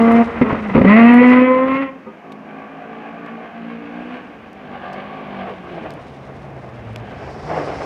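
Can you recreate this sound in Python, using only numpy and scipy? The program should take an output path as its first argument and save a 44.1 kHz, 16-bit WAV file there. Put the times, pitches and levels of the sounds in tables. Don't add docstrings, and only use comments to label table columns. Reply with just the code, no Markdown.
import sys
import numpy as np
from scipy import signal
from scipy.fft import rfft, irfft, next_fast_len
from scipy.io import wavfile
from scipy.ndimage import uniform_filter1d, minimum_filter1d

SR = 44100
rng = np.random.default_rng(int(sys.argv[2]) if len(sys.argv) > 2 else 0)


def pcm_store(signal):
    levels = np.round(np.clip(np.atleast_2d(signal), -1, 1) * 32767)
    wavfile.write(sys.argv[1], SR, levels.astype(np.int16).T)


N = 346185
TIME = np.arange(N) / SR


def amp(db):
    return 10 ** (np.asarray(db) / 20)


def evened(x):
    return x / np.sqrt(np.mean(x ** 2) + 1e-20)


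def read(points, hz):
    f, db = np.transpose(points)
    return amp(np.interp(np.log(hz + 1), np.log(f + 1), db))


def follow(rows):
    s, *columns = np.transpose(rows)
    return [np.interp(TIME, s, c) for c in columns]


def during(span, fade):
    outside = np.maximum(np.maximum(span[0] - TIME, TIME - span[1]), 0)
    return np.exp(-outside / fade)


def swell(s, width):
    return np.exp(-((TIME - s) / width) ** 2)


def add(mix, s, sound):
    part = mix[max(round(s * SR), 0):][:len(sound)]
    part += sound[:len(part)]


def colour(x, points):
    size = next_fast_len(len(x) + 4096)
    gain = read(points, np.fft.rfftfreq(size, 1 / SR))
    return evened(irfft(rfft(x, size) * gain, size)[:len(x)])


def drift(hz):
    knots = rng.standard_normal(4096)
    return evened(np.interp(TIME * 2 * hz, np.arange(len(knots)), knots))


def fading(turns, depth, hz, scatter=1):
    angle = 2 * np.pi * (turns + scatter * rng.random())
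    in_phase = (1 + depth * drift(hz)) * np.cos(angle)
    quadrature = depth * drift(hz) * np.sin(angle)
    return np.sqrt(2 / (1 + 2 * depth ** 2)) * (in_phase + quadrature)


def puffs(turns, duty, steady):
    return (steady + np.exp(-(turns % 1) / duty)) * rng.standard_normal(N)


def throttle(rows, overrun, lift):
    rest = np.array(overrun)[:, None]
    out = rest + np.zeros(N)
    for opens, shuts, build, *loaded in rows:
        opening = 1 - np.exp(-np.maximum(TIME - opens, 0) / build)
        closing = np.exp(-np.maximum(TIME - shuts, 0) / lift)
        out = out + opening * closing * (np.array(loaded)[:, None] - rest)
    return out


AWAY_S, GONE_S, GONE_FADE_S = 1.133, 1.83, 0.069


def away():
    return np.maximum(TIME - AWAY_S, 0)


# (time [s], firing rate [Hz])
NEAR_REVS = [(0, 227.8), (.2, 234), (.3, 235.2), (.45, 217.4), (.56, 217.8), (.66, 211.7), (.76, 177.9),
             (.85, 186.7), (.91, 205.5), (.98, 228.2), (1.1, 238.6), (1.23, 247.8), (1.53, 256.6),
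             (1.72, 265.3), (1.82, 273), (2.02, 248)]
# (opens [s], shuts [s], build-up [s], firing tone [dB], octave [dB],
# rasp [dB], metallic edge [dB], roughness [0-1])
NEAR_THROTTLE = [(-.1, .222, .02, -10.5, -16, -18, -30, 0.71),
                 (.43, .55, 0.005, -24.5, -26, -22, -35, 0.97),
                 (.84, 1.895, 0.033, -4.5, -17, -15.5, -17, 0.57)]
# (frequency [Hz], gain [dB])
NEAR_BOOM = [(190, 4.5), (228, -1), (246, 0.5), (259, -6.5), (274, -4.5), (455, -3), (490, -3.5), (513, 8),
             (535, -1)]
# (frequency [Hz], gain [dB])
NEAR_PIPE = [(560, 6.5), (695, 9.5), (780, -5.5), (920, -2.5), (1020, 10), (1230, 0.5), (1450, -5),
             (1700, -22.5), (2200, -54)]
# (frequency [Hz], relative density [dB per Hz])
NEAR_RUSH = [(25, -26.5), (70, -5), (150, 1.5), (260, 6), (450, 4.5), (800, 2), (1250, 3.5), (1600, -4),
             (2100, -20.5), (3000, -20.5), (6000, -68.5)]
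# (frequency [Hz], gain [dB])
NEAR_EDGE = [(1200, -27), (1650, -9), (1980, 8), (2250, 0), (2500, -1), (2950, -12), (3250, -18),
             (4200, -24.5), (5500, -39), (7000, -46), (10000, -55), (14000, -67)]
# firing tone, octave, rasp, edge [dB]; roughness, clipped to 0-1 in use
NEAR_OVERRUN = (-28, -40.5, -29, -39, 1.13)
NEAR_LIFT_S = 0.018
BOOM_FALL_DB_PER_S, RASP_FALL_DB_PER_S, EDGE_FALL_DB_PER_S = 13.5, 14.5, 17.5
CLEARS_PER_S = 0.28
FLARE_S, FLARE_WIDTH_S, FLARE_DB = 1.222, 0.012, 16
DIP_S, DIP_WIDTH_S, DIP_DB = 1.58, 0.11, -6
EDGE_KNEE_HZ, EDGE_DB_PER_HZ = 226, -0.05


def near_car():
    hz, = follow(NEAR_REVS)
    tone_db, octave_db, rasp_db, edge_db, rough = throttle(NEAR_THROTTLE, NEAR_OVERRUN, NEAR_LIFT_S)
    gone = away()
    rough = np.clip(rough - CLEARS_PER_S * gone, 0, 1)
    turns = np.cumsum(hz * (1 + 0.0021 * drift(40))) / SR

    tone = amp(tone_db) * read(NEAR_BOOM, hz) * np.cos(2 * np.pi * turns)
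    octave_db = octave_db + FLARE_DB * swell(FLARE_S, FLARE_WIDTH_S)
    octave = amp(octave_db) * read(NEAR_BOOM, 2 * hz) * np.cos(4 * np.pi * turns)
    boom = np.sqrt(2) * (tone + octave) * (1 + 0.16 * drift(45)) * amp(-BOOM_FALL_DB_PER_S * gone)

    overtones = [(k, fading(k * turns, depth=0.065 * k, hz=12)) for k in range(3, 14)]
    overtones += [(k / 2, 0.0088 * k * fading(k * turns / 2, depth=0.29, hz=14)) for k in range(3, 26, 2)]
    gas = puffs(turns, duty=1.0, steady=0.81) * amp(3.0 * drift(30))

    def voiced(line_points, gas_points):
        lines = evened(sum(read(line_points, k * hz) * line for k, line in overtones))
        return np.sqrt(1 - rough ** 2) * lines + rough * colour(gas, gas_points)

    rasp = amp(rasp_db - RASP_FALL_DB_PER_S * gone) * voiced(NEAR_PIPE, NEAR_RUSH)
    edge_db = edge_db + EDGE_DB_PER_HZ * np.minimum(hz - EDGE_KNEE_HZ, 0)
    edge_db = edge_db + DIP_DB * swell(DIP_S, DIP_WIDTH_S)
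    edge = amp(edge_db - EDGE_FALL_DB_PER_S * gone) * voiced(NEAR_EDGE, NEAR_EDGE)
    return (boom + rasp + edge) * during((0, GONE_S), fade=GONE_FADE_S)


# (time [s], half-length [s], roar [dB], stone spray [dB])
SKIDS = [(.1, 0.17, -44, -53), (1.29, 0.035, -54, -46), (1.76, .08, -54, -62), (4.097, 0.17, -40.5, -68),
         (5.488, 0.05, -31, -64), (5.806, 0.24, -36.5, -64), (6.187, 0.33, -44, -62),
         (7.572, 0.12, -26, -58)]
# (frequency [Hz], relative density [dB per Hz])
ROAR = [(60, -37.5), (150, -4.5), (220, -12), (300, -5.5), (420, 1.5), (560, 0.5), (720, 3), (940, -6.5),
        (1150, -7), (1500, -14), (2100, -15), (2800, -25), (3600, -33.5), (5000, -64)]
# (frequency [Hz], relative density [dB per Hz])
SPRAY = [(2000, -7), (3700, 4.5), (4400, -1), (5100, -1), (6200, -5.5), (7600, -12), (9200, -10.5),
         (10200, -22), (12000, -34), (15000, -44)]
# (frequency [Hz], relative density [dB per Hz])
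SAND_TONE = [(2500, -38.5), (4000, -8), (4700, -3), (5400, -2), (6300, -12.5), (9500, -24), (11000, -46),
             (15000, -60)]
# (frequency [Hz], relative density [dB per Hz])
RUMBLE_TONE = [(20, -31.5), (40, -15), (60, 0.5), (90, -2), (140, -1.5), (220, -7.5), (400, -36.5),
               (900, -66.5)]
NEAR_SPRAY_DB, NEAR_RUMBLE_DB, WHEEL_FALL_DB_PER_S = -57, -38.5, 35
CREST_S, CREST_WIDTH_S = 7.455, 0.045
APPROACH_DB_PER_S = 5
ROAR_DB, ROAR_CREST_DB = -35, 6.5
SPRAY_DB, SPRAY_CREST_DB = -59.5, 4
SAND_DB, SAND_CREST_DB, SAND_SPAN_S = -57, 6.5, (7.22, 7.85)
RUMBLE_DB = -38


def tyres():
    leaving_db = -WHEEL_FALL_DB_PER_S * away()
    nearing_db = APPROACH_DB_PER_S * np.minimum(TIME - CREST_S, 0)
    in_view = 0.5 + 0.5 * np.tanh((TIME - CREST_S) / CREST_WIDTH_S)
    roar = amp(ROAR_DB + nearing_db + ROAR_CREST_DB * in_view)
    spray = amp(SPRAY_DB + nearing_db + SPRAY_CREST_DB * in_view) + amp(NEAR_SPRAY_DB + leaving_db)
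    for s, width, roar_db, spray_db in SKIDS:
        dig = swell(s, width)
        roar = np.hypot(roar, amp(roar_db) * dig)
        spray = np.hypot(spray, amp(spray_db) * dig)
    sand = amp(SAND_DB + SAND_CREST_DB * in_view) * during(SAND_SPAN_S, fade=0.065)
    rumble = amp(RUMBLE_DB + nearing_db) + amp(NEAR_RUMBLE_DB + leaving_db)
    hits = rng.random(N) < 4000 / SR
    stones = hits * rng.standard_normal(N) * amp(2 * np.minimum(rng.exponential(1, N), 4))
    return (roar * amp(2.1 * drift(25)) * colour(rng.standard_normal(N), ROAR)
            + spray * amp(2.0 * drift(18)) * colour(stones, SPRAY)
            + sand * amp(1.0 * drift(30)) * colour(rng.standard_normal(N), SAND_TONE)
            + rumble * amp(0.71 * drift(8.6)) * colour(rng.standard_normal(N), RUMBLE_TONE))


# (frequency [Hz], relative density [dB per Hz])
AIR = [(20, -27), (100, -12), (200, 12), (600, 1.5), (1500, -6.5), (2600, -9.5), (4000, -27.5),
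       (6000, -30.5), (8000, -40.5), (15000, -45)]


def forest_air():
    return amp(-41.5) * colour(rng.standard_normal(N), AIR)


def forest(x, t60, treble_t60):
    late = np.arange(SR) > SR // 100
    taps = rng.standard_normal(SR) * (rng.random(SR) < 2000 / SR) * late
    hz, t, z = signal.stft(taps, SR, nperseg=256)
    decay = np.interp(hz, [300, 5000], [t60, treble_t60])[:, None]
    tail = signal.istft(z * amp(-60 * t / decay), SR, nperseg=256)[1]
    return signal.oaconvolve(x, tail / np.linalg.norm(tail))[:N]


# (time [s], level [dB], pitch [Hz], decay [s], low body [dB])
TWIGS = [(0.117, -44, 11000, 0.013, -12), (1.141, -39, 10200, 0.0058, -12), (1.167, -46, 9540, 0.0055, -14),
         (2.321, -35.5, 3700, 0.0043, 0), (3.262, -41, 3800, .0018, -9), (4.531, -45, 6023, 0.0015, -9),
         (4.93, -42.5, 4835, 0.0094, -9), (5.906, -27, 3850, 0.001, 2), (5.938, -45, 9200, 0.0018, -9),
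         (6.932, -43, 4870, .00088, -9), (6.9604, -16.5, 3300, 0.0012, 7)]


def twigs():
    out, t = np.zeros(N), TIME[:SR // 20]
    for s, db, hz, decay, body_db in TWIGS:
        tick_tone = [(hz / 5, body_db), (hz * 0.39, -6), (hz, 0), (hz * 1.4, -11), (hz * 4, -27)]
        tick = colour(rng.standard_normal(len(t)), tick_tone)
        ring = np.sin(2 * np.pi * hz * t) + 0.89 * np.sin(2 * np.pi * 0.33 * hz * t)
        add(out, s, amp(db) * (0.7 * tick + 0.3 * ring) * np.exp(-t / decay))
    return out


# (time [s], level [dB], decay [s], brightness [dB per octave])
BANGS = [(.413, 0.5, .011, -1), (.527, -8.5, .006, -3), (.75, -4, 0.0096, -0.5), (.764, -5, 0.0055, 3.5),
         (.777, 9.5, .0055, 1.5), (0.794, -16.5, 0.0097, 4.5), (.814, -2.5, 0.0053, 1), (.845, -4, .009, 0),
         (2.063, -31.5, 0.025, 5.5), (5.809, -34.5, 0.022, 3.5)]
# (frequency [Hz], level [dB])
BANG_MODES = [(85, -31), (165, -11), (238, 2), (410, -6), (520, -7.5), (1000, -20), (1230, -20.5)]


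def bangs():
    out, t = np.zeros(N), TIME[:SR // 4]
    for s, db, decay, bright_db in BANGS:
        ring = np.zeros(len(t))
        for hz, mode_db in BANG_MODES:
            detune = rng.uniform(0.92, 1.04)
            ring += amp(mode_db + bright_db * np.log2(hz / 240)) * np.sin(2 * np.pi * hz * detune * t)
        gas = colour(rng.standard_normal(len(t)), NEAR_RUSH)
        crack = colour(rng.standard_normal(len(t)), NEAR_EDGE)
        burst = 2 * t / decay * np.exp(1 - 2 * t / decay)
        add(out, s, amp(db) * burst * (ring + amp(-16.5) * gas + amp(-20.0) * crack))
    return out


# (time [s], firing rate [Hz])
FAR_REVS = [(2.1, 224.7), (2.4, 209.8), (3.2, 228.7), (3.88, 232.2), (4.17, 251.3), (4.58, 204.8),
            (4.87, 188.9), (5.13, 217), (5.42, 190.3), (5.7, 177.9), (6.03, 129.3), (6.4, 142),
            (6.93, 109.2), (7.1, 128), (7.42, 146), (7.52, 160.6), (7.65, 143.4), (7.85, 140.6)]
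# (opens [s], shuts [s], build-up [s], boom [dB], bark [dB], rasp [dB])
FAR_THROTTLE = [(2.22, 2.3, 0.016, -34, -40, -52), (2.38, 3.4, 0.11, -35, -37.5, -43.5),
                (3.53, 4.18, 0.04, -33.5, -39, -43), (4.56, 5.44, 0.16, -33.5, -33.5, -41.5)]
# (multiple of the four-stroke cycle, level [dB])
FAR_LOPE = [(2, -27.5), (3, -7.5), (4, 1.5), (5, -3), (6, -44), (7, -12.5), (8, -6.5), (9, -14), (10, -22),
            (11, -52)]
# (frequency [Hz], gain [dB])
FAR_BOOM = [(96, 17.5), (112, -3.5), (150, 0), (220, 1.5), (335, 3), (378, 5), (415, -1.5), (475, 1.5)]
# (frequency [Hz], relative density [dB per Hz])
FAR_BARK = [(250, -34.5), (400, -11.5), (500, 0.5), (600, -0.5), (690, 2), (760, 4.5), (900, -8),
            (1050, -5.5), (1150, 1), (1260, -11.5), (1600, -65)]
# (frequency [Hz], relative density [dB per Hz])
FAR_RASP = [(1000, -37), (1350, -8), (1590, 2), (1900, -9), (2130, -5.5), (2450, -6), (2680, -8.5),
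            (3100, -11), (3700, -21.5), (4600, -28.5), (7000, -57.5)]
FAR_OVERRUN = (-46.5, -45.5, -51)
FAR_LIFT_S = 0.12
FAR_SPAN_S = (2.22, 5.79)
FAR_TREBLE_HZ, FAR_TREBLE_DB, FAR_TREBLE_DB_PER_S = 2700, -5.5, 3.5


def far_car():
    hz, = follow(FAR_REVS)
    boom_db, bark_db, rasp_db = throttle(FAR_THROTTLE, FAR_OVERRUN, FAR_LIFT_S)
    cycle_hz = hz / 4
    cycle = np.cumsum(cycle_hz * (1 + 0.002 * drift(15))) / SR

    boom = np.zeros(N)
    for k, db in FAR_LOPE:
        line = fading(round(k) * cycle, depth=0.42, hz=6, scatter=0.29)
        boom += amp(db) * read(FAR_BOOM, k * cycle_hz) * line
    boom = evened(boom)

    overtones = []
    for k in range(11, 48):
        firing = k % 4 == 0
        overtones.append((k, amp(0.72 * firing) * fading(k * cycle, depth=0.77, hz=7)))
    gas = puffs(cycle, duty=0.31, steady=0.95)

    def pipe(points, gas_db):
        lines = evened(sum(read(points, k * cycle_hz) * line for k, line in overtones))
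        return evened(lines + amp(gas_db) * colour(gas, points))

    bark, rasp = pipe(FAR_BARK, gas_db=-2), pipe(FAR_RASP, gas_db=1)
    lowpass = signal.butter(N=4, Wn=FAR_TREBLE_HZ, fs=SR, output="sos")
    body = signal.sosfiltfilt(lowpass, rasp)
    heard_s = np.clip(TIME, *FAR_SPAN_S) - FAR_SPAN_S[0]
    rasp = body + (rasp - body) * amp(FAR_TREBLE_DB + FAR_TREBLE_DB_PER_S * heard_s)
    blare = (amp(bark_db) * bark + amp(rasp_db) * rasp) * amp(1.5 * drift(12))
    return amp(boom_db) * boom * during(FAR_SPAN_S, fade=0.05) + blare * during(FAR_SPAN_S, fade=0.41)


# (opens [s], shuts [s], build-up [s], firing tone [dB], octave [dB], rasp [dB])
BEND_THROTTLE = [(5.64, 5.88, 0.017, -40.5, -39, -44.5), (6.7, 7.0, 0.022, -33.5, -47.5, -49.5),
                 (7.02, 7.28, 0.022, -45, -49, -46.5), (7.45, 7.61, 0.039, -36.5, -31, -41.5),
                 (7.66, 7.85, 0.015, -53, -38.5, -43.5)]
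BEND_OVERRUN = (-43, -55, -61)
BEND_SPAN_S = (5.6, 7.85)


def coasting_car():
    hz, = follow(FAR_REVS)
    tone_db, octave_db, rasp_db = throttle(BEND_THROTTLE, BEND_OVERRUN, lift=0.055)
    turns = np.cumsum(hz * (1 + 0.0071 * drift(15))) / SR
    tone = amp(tone_db) * fading(turns, depth=0.25, hz=9)
    octave = amp(octave_db) * fading(2 * turns, depth=0.25, hz=9)
    rasp = amp(rasp_db) * colour(puffs(turns, duty=0.51, steady=0.96), FAR_RASP)
    return (tone + octave + rasp) * during(BEND_SPAN_S, fade=0.03)


# (time [s], level [dB], pitch [Hz])
KNOCKS = [(7.494, -13, 705), (7.520, -17, 684), (7.534, -14, 665), (7.545, -10.5, 707), (7.587, -8.5, 590),
          (7.613, -14.5, 567), (7.786, -16.5, 755)]


def knocks():
    out, t = np.zeros(N), TIME[:SR // 20]
    for s, db, hz in KNOCKS:
        ring = np.sin(2 * np.pi * hz * t) + amp(-13) * np.sin(2 * np.pi * 2.736 * hz * t)
        add(out, s, amp(db) * ring * np.exp(-t / 0.0033) * (1 - np.exp(-t / 0.00052)))
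    return out


def scene():
    near = near_car() + bangs()
    far = far_car() + coasting_car() + knocks()
    near_echo = amp(-15) * forest(near, t60=0.6, treble_t60=0.35)
    far_echo = amp(-10.0) * forest(far, t60=0.8, treble_t60=0.53)
    return (near + far + near_echo + far_echo + tyres() + twigs() + forest_air())[None]


BAND_LIMIT_HZ = 15800


def record(dry):
    allowed = 1 / np.maximum(abs(dry), 1)
    limited = dry * uniform_filter1d(minimum_filter1d(allowed, size=260), size=200)
    lowpass = signal.firwin(511, BAND_LIMIT_HZ, window=("kaiser", 9), fs=SR)
    return signal.oaconvolve(limited, lowpass[None], "same")


dry = scene()
out = record(dry)
pcm_store(out)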